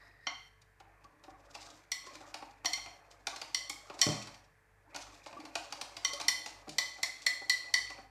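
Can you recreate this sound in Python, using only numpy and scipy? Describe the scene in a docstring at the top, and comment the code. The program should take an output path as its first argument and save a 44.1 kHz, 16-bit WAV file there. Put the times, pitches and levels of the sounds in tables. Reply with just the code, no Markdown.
"""A wire whisk beats thick batter in a glass bowl on a stone counter, in a bright kitchen.
Over faint hum and room noise an earlier stroke's ring fades on the glass; batter gurgles and fizzes as bubbles.
Bare wires soon clink on the ringing wall; coated wires and batter give dull clacks, with closing air plops.
At 4 s the bowl is knocked and thumps down on damped modes; near 6.7 s comes a low, soft squelch of batter.
From then on the clinks run at about four a second."""
import sys
import numpy as np
from scipy import signal
from scipy.io import wavfile
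from scipy.ndimage import uniform_filter1d

SR = 44100
rng = np.random.default_rng(int(sys.argv[2]) if len(sys.argv) > 2 else 0)


def master(y):
    """Save y as 16-bit WAV."""
    cut = np.clip(np.atleast_2d(y).T, -1, 1)
    pcm = np.round(cut * 32767)  # scale
    wavfile.write(sys.argv[1], SR, pcm.astype(np.int16))


N = 357210

# Spectrum of a dull blow, for clacks and thumps. Each row: frequency in Hz, gain in dB.
CLACK_SPECTRUM = [(120, -4.5), (210, -21), (300, 1), (380, -10), (560, -8), (770, 7), (1000, 1),
                  (1700, -11.5), (2500, -5), (3300, -11.5), (4600, -4), (6500, -10.5), (9500, -22),
                  (14000, -34)]
HIT = np.arange(SR // 2) / SR  # time since a blow, s
PLOP_LAG_S = 0.003914  # from the tear to the closing of the pocket


def amp(db):
    """Level law: decibels to amplitude gain."""
    return 10 ** (np.asarray(db) / 20)


def unit(x):
    """Power normalisation: scales to rms 1."""
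    return x / np.sqrt(np.mean(x ** 2) + 1e-20)


def unit_attack(x):
    """Onset normalisation: scales a hit to rms 1 over its first 20 ms."""
    return x / np.sqrt(np.mean(x[:SR // 50] ** 2) + 1e-20)


def read(points, hz):
    """Interpolation of a table on a logarithmic frequency axis."""
    f, value = np.transpose(points)
    return np.interp(np.log(hz + 1), np.log(f), value)


def add(mix, s, sound):
    """Superposition: mixes a sound in at time s."""
    part = mix[max(round(s * SR), 0):][:len(sound)]
    part += sound[:len(part)]


def colour(x, points, size=4096):
    """Minimum-phase filter: the Hilbert transform of the log gain gives a causal phase."""
    log_gain = np.log(amp(read(points, abs(np.fft.fftfreq(size, 1 / SR)))))
    taps = np.fft.ifft(np.exp(np.conj(signal.hilbert(log_gain)))).real
    return signal.oaconvolve(x, taps[:size // 2])[:len(x)]


def ring(push, hz, t60):
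    """Damped resonance: one complex pole driven by a push."""
    pole = np.exp((2j * np.pi * hz - np.log(1000) / t60) / SR)
    return signal.lfilter([1], [1, -pole], push).imag


def grains(count, per_s, spread_db):
    """Shot noise: sparse random clicks of uneven size and either sign."""
    size = amp(spread_db * np.minimum(rng.exponential(1, count), 4))
    return size * rng.choice([-1, 1], count) * (rng.random(count) < per_s / SR)


def contact(rise, rattle, rattle_s):
    """Distributed impact: the wires land one after another in a few ms, then rattle briefly."""
    u = HIT / rise
    landing = u * np.exp(1 - u)
    rattling = rattle * np.exp(-HIT / rattle_s) * (1 - np.exp(-u))
    return grains(len(HIT), 9000, 4.88) * (landing + rattling)


def bubble(hz, life, glide):
    """Bubble resonance: an air pocket rings for a few cycles, rising in pitch as it closes."""
    u = HIT / life
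    return u * np.exp(1 - u) * np.sin(2 * np.pi * hz * (HIT + glide * HIT ** 2))


def background(waver_db=3, count=12):
    """Steady sources: dull room noise, a motor whine, and a hum that wavers as a noise suppressor acts."""
    # Spectrum of the room noise. Each row: frequency in Hz, gain in dB.
    air_spectrum = [(30, -18), (50, 7), (72, -5), (100, -0.5), (140, 3), (210, -10.5), (600, -10),
                    (1100, -8.5), (1400, -9.5), (1750, -4), (2200, -9), (3000, -19), (8000, -19.5),
                    (14000, -24)]
    # Mains hum of a kitchen appliance. Each row: frequency in Hz, level in dB before suppression.
    hum_tones = [(49, -72.5), (98.5, -75.5)]
    # Faint tones of its motor. Each row: frequency in Hz, level in dB.
    whine_tones = [(442, -81), (1573, -85), (1720, -84)]
    t = np.arange(N) / SR
    # irregular level changes that the suppressor leaves on the hum
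    waver_rates_hz = np.geomspace(.4, 4, count)
    waver = unit(sum(np.sin(2 * np.pi * (hz * t + rng.random())) for hz in waver_rates_hz))
    hum, whine = (sum(amp(db) * np.sqrt(2) * np.sin(2 * np.pi * (hz * t + rng.random()))
                      for hz, db in tones)
                  for tones in (hum_tones, whine_tones))
    air = amp(-69.5) * unit(colour(rng.standard_normal(N), air_spectrum))
    return hum * amp(waver_db * waver) + whine + air


def batter(count=28, cycles=2.48):
    """Bubble populations: pockets of every size gurgle and surface bubbles fizz, both with the effort."""
    # How hard the batter is moved. Each row: time in seconds, effort in dB.
    effort_curve = [(0, -58), (0.351, -81), (0.742, -82), (.85, -62.5), (1.098, -64), (1.48, -57),
                    (1.66, -52), (1.948, -68), (2.1, -50.5), (2.48, -58.5), (3.2, -59.5), (3.32, -54),
                    (3.821, -58.5), (4.14, -43), (4.421, -64), (4.6, -83.5), (4.8, -70.5), (4.949, -50.5),
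                    (5.199, -57.5), (6.248, -49.5), (6.6, -56.5), (7.989, -56), (8.1, -78)]
    # Gurgle by pocket pitch. Each row: frequency in Hz, level in dB.
    churn_spectrum = [(270, -3.5), (370, -17), (520, -4.5), (780, 0.5), (1150, -1.5), (1600, -7.5),
                      (2400, -2)]
    # Spectrum of the surface bubbles. Each row: frequency in Hz, gain in dB.
    fizz_spectrum = [(1000, -23.5), (2500, 1), (5000, 7), (7500, 2.5), (10000, -13.5), (14000, -22.5)]
    effort_db = np.interp(np.arange(N) / SR, *np.transpose(effort_curve))
    # the fizz comes in irregular clumps
    clumps = unit(uniform_filter1d(uniform_filter1d(rng.standard_normal(N), size=900), size=300))
    # fizz grows 1.6 dB per dB of effort
    fizz_db = -77.5 + 1.6 * (effort_db + 58) + 7.6 * clumps
    gurgle = np.zeros(N)
    for hz in np.geomspace(270, 2500, count):
        pockets = signal.oaconvolve(grains(N, 35, 3.75), bubble(hz, cycles / hz, glide=2.62))[:N]
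        gurgle += amp(read(churn_spectrum, hz)) * unit(pockets)
    fizz = amp(fizz_db) * unit(colour(grains(N, 1100, 1.86), fizz_spectrum))
    return amp(effort_db - 7.5) * unit(gurgle) + fizz


def earlier_ring():
    """Resonant decay: the fading ring of an earlier stroke on the glass, as noise with the wall's peaks."""
    # Strength of the fading ring. Each row: time in seconds, level before a common trim in dB.
    fading = [(0, -55), (.1, -61), (0.201, -62.5), (.27, -54.5), (.4, -84), (.6, -110)]
    # Spectrum of the fading ring. Each row: frequency in Hz, gain in dB.
    ring_spectrum = [(1000, -25.5), (1650, -14.5), (1900, 2.5), (2300, -24.5), (3300, -29), (3950, -14.5),
                     (4400, -22), (5100, -12.5), (5900, -35), (14000, -54)]
    level_db = np.interp(np.arange(N) / SR, *np.transpose(fading))
    return amp(level_db - 6.0) * unit(colour(grains(N, 2500, 3.0), ring_spectrum))


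def clinks(tick_lead=0.00071):
    """Modal impact: steel ticks, then the wall cracks and rings in twin modes set by place and coating."""
    # Wires on glass. Each row: start in seconds, crack in dB and ring in dB (both before trims),
    # nominal pitch of the main mode in Hz, place along the wall (above 0 favours the main mode),
    # coating (below 0 bare, above 0 thick).
    strikes = [(0.268, -43.5, -42.5, 2083, -0.58, 0.77), (1.917, -39.5, -45, 2002, -0.077, -0.59),
               (2.656, -39.5, -41.5, 2050, -0.12, -0.95), (2.732, -42, -42.5, 2108, -0.2, -.7),
               (3.545, -38.5, -41, 2040, -0.14, -0.83), (3.696, -41, -55, 2166, -0.21, -0.53),
               (4.014, -29, -35.5, 1973, -0.36, -1.3), (4.026, -40, -42, 2120, -0.84, 0.17),
               (6.047, -39.5, -38, 2047, -0.53, -0.092), (6.282, -30, -36, 2040, 0.076, -0.57),
               (6.783, -34.5, -37, 2021, 0.071, -0.27), (7.03, -35, -43.5, 2040, 0.71, -0.3),
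               (7.264, -34, -39.5, 1989, 1, -0.49), (7.496, -34.5, -37, 1982, 0.69, -0.59),
               (7.739, -34.5, -35.5, 1980, 0.37, -0.34)]
    # Wall modes of the filled bowl. Each row: frequency in Hz, nominal t60 in seconds, nominal split
    # to the twin mode in Hz, level in dB, dB gained per unit of place, share of the pitch shift.
    wall_modes = [(1110, 0.36, 21, -15, -8.5, 0), (2011, 0.059, 21, 6.5, 7, 0.92),
                  (3120, 0.038, 18, -2, -8.5, 0.16), (4375, 0.034, 130, 4, 3.5, 0),
                  (5733, 0.028, 230, -0.26, -5.5, 0)]
    # Spectrum of the steel tick. Each row: frequency in Hz, gain in dB.
    tick_spectrum = [(2000, -50), (5000, -7.5), (7500, 4), (10500, -4.5), (14000, -11)]
    # Spectrum of the crack. Each row: frequency in Hz, gain in dB.
    crack_spectrum = [(900, -31.5), (1600, -20), (2100, 7.5), (2450, 1.5), (2800, -3), (3150, 3),
                      (3700, 6.5), (4300, -13), (4700, 1.5), (5500, 10), (6500, -4.5), (7300, 5),
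                      (9500, -19), (14000, -52)]
    # Spectrum of the knock. Each row: frequency in Hz, gain in dB.
    knock_spectrum = [(100, -20), (200, -14), (300, -12), (380, -30), (520, -14), (760, 1), (950, -0.5),
                      (1130, 0), (1400, -5), (1750, -12.5), (2600, -31.5), (9000, -53.5)]
    main_hz = wall_modes[1][0]
    out = np.zeros(N)
    for s, crack_db, ring_db, pitch_hz, place, coating in strikes:
        # a wet wire gives more knock than crack, and loses its top treble: 4.1 octaves per unit of coating
        knock_db = crack_db - 8.0 + 12.5 * coating
        top_hz = min(18000 * 2 ** (-4.1 * coating), SR / 2.2)
        film = signal.butter(2, top_hz, fs=SR)
        tick = colour(contact(rise=0.0018, rattle=0.036, rattle_s=0.016), tick_spectrum)
        tick = signal.lfilter(*film, unit_attack(tick))
        add(out, s - tick_lead, amp(crack_db - 7.0) * tick)
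        push = contact(rise=0.0024, rattle=0.15, rattle_s=0.012)
        crack = signal.lfilter(*film, colour(push, crack_spectrum))
        add(out, s, amp(crack_db - 0.5) * unit_attack(crack))
        add(out, s, amp(knock_db) * unit_attack(colour(push, knock_spectrum)))
        for hz, t60, split, mode_db, place_db, shift in wall_modes:
            # a coated wire favours the low modes: -4.5 dB per octave about 2820 Hz
            coat_db = -4.5 * coating * np.log2(hz / 2820)
            db = ring_db + mode_db + place_db * place + coat_db
            # the batter's lie shifts the modes and lengthens their ring by varying amounts
            detuning = 1 + 0.0063 * rng.uniform(-1.05, 1)
            hz = hz * (pitch_hz / main_hz) ** shift * detuning
            lie_factor, parting = rng.uniform(0.74, 0.86, 2)
            push = contact(rise=0.0014, rattle=0.013, rattle_s=0.011)
            main = unit_attack(ring(push, hz, t60 / lie_factor))
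            twin = unit_attack(ring(push, hz - split * parting, t60 / lie_factor))
            # the wall radiates only near its modes
            near_mode = signal.butter(2, [hz * .88, hz * 1.12], "band", fs=SR, output="sos")
            add(out, s, amp(db) * unit_attack(signal.sosfilt(near_mode, main + .5 * twin)))
    return out


def plop(hz, level_db=-7.5, squelch_db=-17):
    """Cavity closure: the batter tears with a squelch just before an air pocket closes and rings."""
    # Spectrum of the tear. Each row: frequency in Hz, gain in dB.
    squelch_spectrum = [(100, -36), (160, -15), (300, 0), (380, -3.5), (520, -1), (780, -2.5), (1300, -7),
                        (2200, -22), (5000, -28), (12000, -49)]
    tear = contact(rise=0.0042, rattle=0.1, rattle_s=0.01)
    out = amp(squelch_db) * unit_attack(colour(tear, squelch_spectrum))
    add(out, PLOP_LAG_S, amp(level_db) * bubble(hz, life=0.0063, glide=0.59))
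    return out


def clacks(hardness=0.15, knock_db=-1.5, clack_db=-2.9, splash_db=-1.54):
    """Cushioned impact: knock, clack, splash and small plop; harder strokes cut the batter sooner."""
    # Strokes muffled by batter. Each row: start in seconds, level before trims in dB,
    # brightness in dB (below 0 a deep knock, above 0 a shallow splash).
    strokes = [(0.615, -72, 6), (0.799, -61.5, -5), (1.039, -69.5, 3), (1.236, -60.5, -2.5),
               (1.548, -49.5, -0.5), (2.152, -58.5, 4), (2.203, -61, -8), (2.34, -46, 0), (2.42, -57, -9.5),
               (2.645, -43.5, -4.5), (2.772, -53, -1), (2.858, -52.5, -2.5), (3.268, -39, 1.5),
               (3.359, -49.5, 2.5), (3.414, -45, 1), (3.897, -52, -6.5), (3.989, -49.5, 2),
               (4.27, -54, 0.5), (4.34, -60.5, 1), (4.944, -49, -3), (4.959, -47, 3.5),
               (5.259, -53.5, -5.5), (5.325, -57, -6.5), (5.399, -56.5, -1.5), (5.45, -54.5, -1),
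               (5.552, -38.5, 0), (5.722, -45, 2), (5.811, -44.5, 3), (5.965, -49, 3), (6.132, -58.5, 18),
               (6.198, -45, -1), (6.21, -47, 5), (6.459, -47, 2), (6.691, -55.5, 8.5), (7.9, -51, -1)]
    out = np.zeros(N)
    bands = [(100, 1400), (1400, 3500), (3500, 15000)]  # knock, clack and splash, Hz
    rises = [.0055, .0028, .0023]  # s, before the cushioning
    for s, db, bright_db in strokes:
        # a hard stroke reaches the glass: extra clack above -43 dB
        bite_db = 0.13 * max(db + 43, 0)
        levels_db = [db + knock_db - bright_db, db + clack_db + bite_db, db + splash_db + bright_db]
        cushion = amp(-hardness * (max(levels_db) + 46.5))
        for band, rise, band_db in zip(bands, rises, levels_db):
            push = contact(rise * min(cushion, 1.4), rattle=0.12, rattle_s=0.0039)
            push = colour(push, CLACK_SPECTRUM)
            part = signal.sosfilt(signal.butter(3, band, "band", fs=SR, output="sos"), push)
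            add(out, s + 0.000988, amp(band_db) * unit_attack(part))
        # every stroke squeezes a pocket shut; above -46 dB a harder knock squeezes no more air out
        pocket_hz = 770 * (1 + 0.14 * rng.uniform(-1.37, 1))
        add(out, s, amp(min(levels_db[0], -46) + 5.5) * plop(pocket_hz))
    return out


def plops():
    """Cavity resonance: large air pockets close in the wake of the whisk."""
    # Pockets closing between strokes. Each row: closing time in seconds, level before the plop's own
    # trims in dB, starting pitch in Hz.
    closures = [(1.045, -49, 1136), (1.282, -39.5, 750), (2.069, -40.5, 1060), (3.326, -42.5, 1130),
                (3.7, -40, 803), (3.942, -41.5, 716), (5.366, -39, 1140), (5.389, -42, 297),
                (5.44, -44, 290), (6.132, -39, 569), (6.673, -38, 761), (6.988, -40, 768),
                (7.419, -39, 780), (7.986, -38, 764)]
    out = np.zeros(N)
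    for s, db, hz in closures:
        add(out, s - PLOP_LAG_S, amp(db) * plop(hz))
    return out


def thump():
    """Modal excitation: the heavy bowl rocks down and rings low modes, which also fill a later squelch."""
    # The landing, and a low squelch's body. Each row: start in seconds, level before a common trim in dB.
    landings = [(4.066, -24), (4.074, -43), (4.088, -26), (4.111, -39), (6.681, -41.5)]
    # What the landing rings with. Each row: frequency in Hz, relative level in dB, t60 in seconds.
    base_modes = [(120.2, 0.5, 0.16), (155, -1.5, 0.16), (207.4, -7.5, 0.22), (295, 0, 0.057),
                  (300, -1, 0.42), (440, -1.5, 0.053), (595.6, 0, 0.2), (743, -1, 0.081)]
    out = np.zeros(N)
    for s, db in landings:
        push = contact(rise=0.00097, rattle=0.2, rattle_s=0.019)
        body = sum(amp(mode_db) * unit_attack(ring(push, hz, t60)) for hz, mode_db, t60 in base_modes)
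        blow = 1.43 * unit_attack(colour(push, CLACK_SPECTRUM))
        add(out, s, amp(db - 8.0) * unit_attack(body + blow))
    return out


def kitchen(x, wet_db=-3.5, build_s=0.00043):
    """Room response by convolution: near reflections and a dense tail dying band by band."""
    # Reverberation by band. Each row: frequency in Hz, t60 in seconds.
    reverberation = [(150, .48), (500, .42), (1400, .48), (3500, .54), (6000, .53), (10000, .46),
                     (14000, .4)]
    # Counter and walls close by. Each row: delay in seconds, gain.
    reflections = [(.0023, -0.021), (.0051, -0.047), (.0074, -0.049), (0.0112, -0.19), (0.0145, .1),
                   (.0312, 0.11)]
    t = np.arange(SR) / SR
    hz, at, z = signal.stft(grains(SR, 5000, 0), SR, nperseg=256)
    decay = 1000. ** (-at / read(reverberation, hz)[:, None])
    tail = signal.istft(z * decay, SR, nperseg=256)[1][:SR]
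    tail = tail * (1 - np.exp(-t / build_s))
    tail = colour(tail, [(200, 0.95), (2000, 0.54), (5000, -2.2), (12000, -0.38)])  # (Hz, dB)
    response = amp(wet_db) * tail / np.linalg.norm(tail)
    for delay, gain in reflections:
        add(response, delay, np.array([gain]))
    return signal.fftconvolve(x, response)[:N]


def scene():
    """Superposition of near sounds, room and background; the microphone cuts the near sounds' deep bass."""
    near = clinks() + clacks() + plops() + thump() + batter() + earlier_ring()
    near = signal.sosfilt(signal.butter(5, 105, "high", fs=SR, output="sos"), near)
    return (near + kitchen(near) + background())[None]


def record(dry, knee_db=-66, depth_db=6, slope=1.0):
    """Downward expansion: a noise suppressor lowers the treble when it is weak; then the band limit."""
    treble = signal.sosfiltfilt(signal.butter(4, 2700, "high", fs=SR, output="sos"), dry)
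    power_db = 10 * np.log10(abs(uniform_filter1d(treble ** 2, size=700)) + 1e-14)
    cut_db = np.clip(slope * (knee_db - power_db), 0, depth_db)
    quiet = dry - treble * (1 - amp(-cut_db))
    band_limit = signal.firwin(255, 14500, window=("kaiser", 8), fs=SR)
    return signal.oaconvolve(quiet, band_limit[None], "same")


dry = scene()
out = record(dry)
master(out)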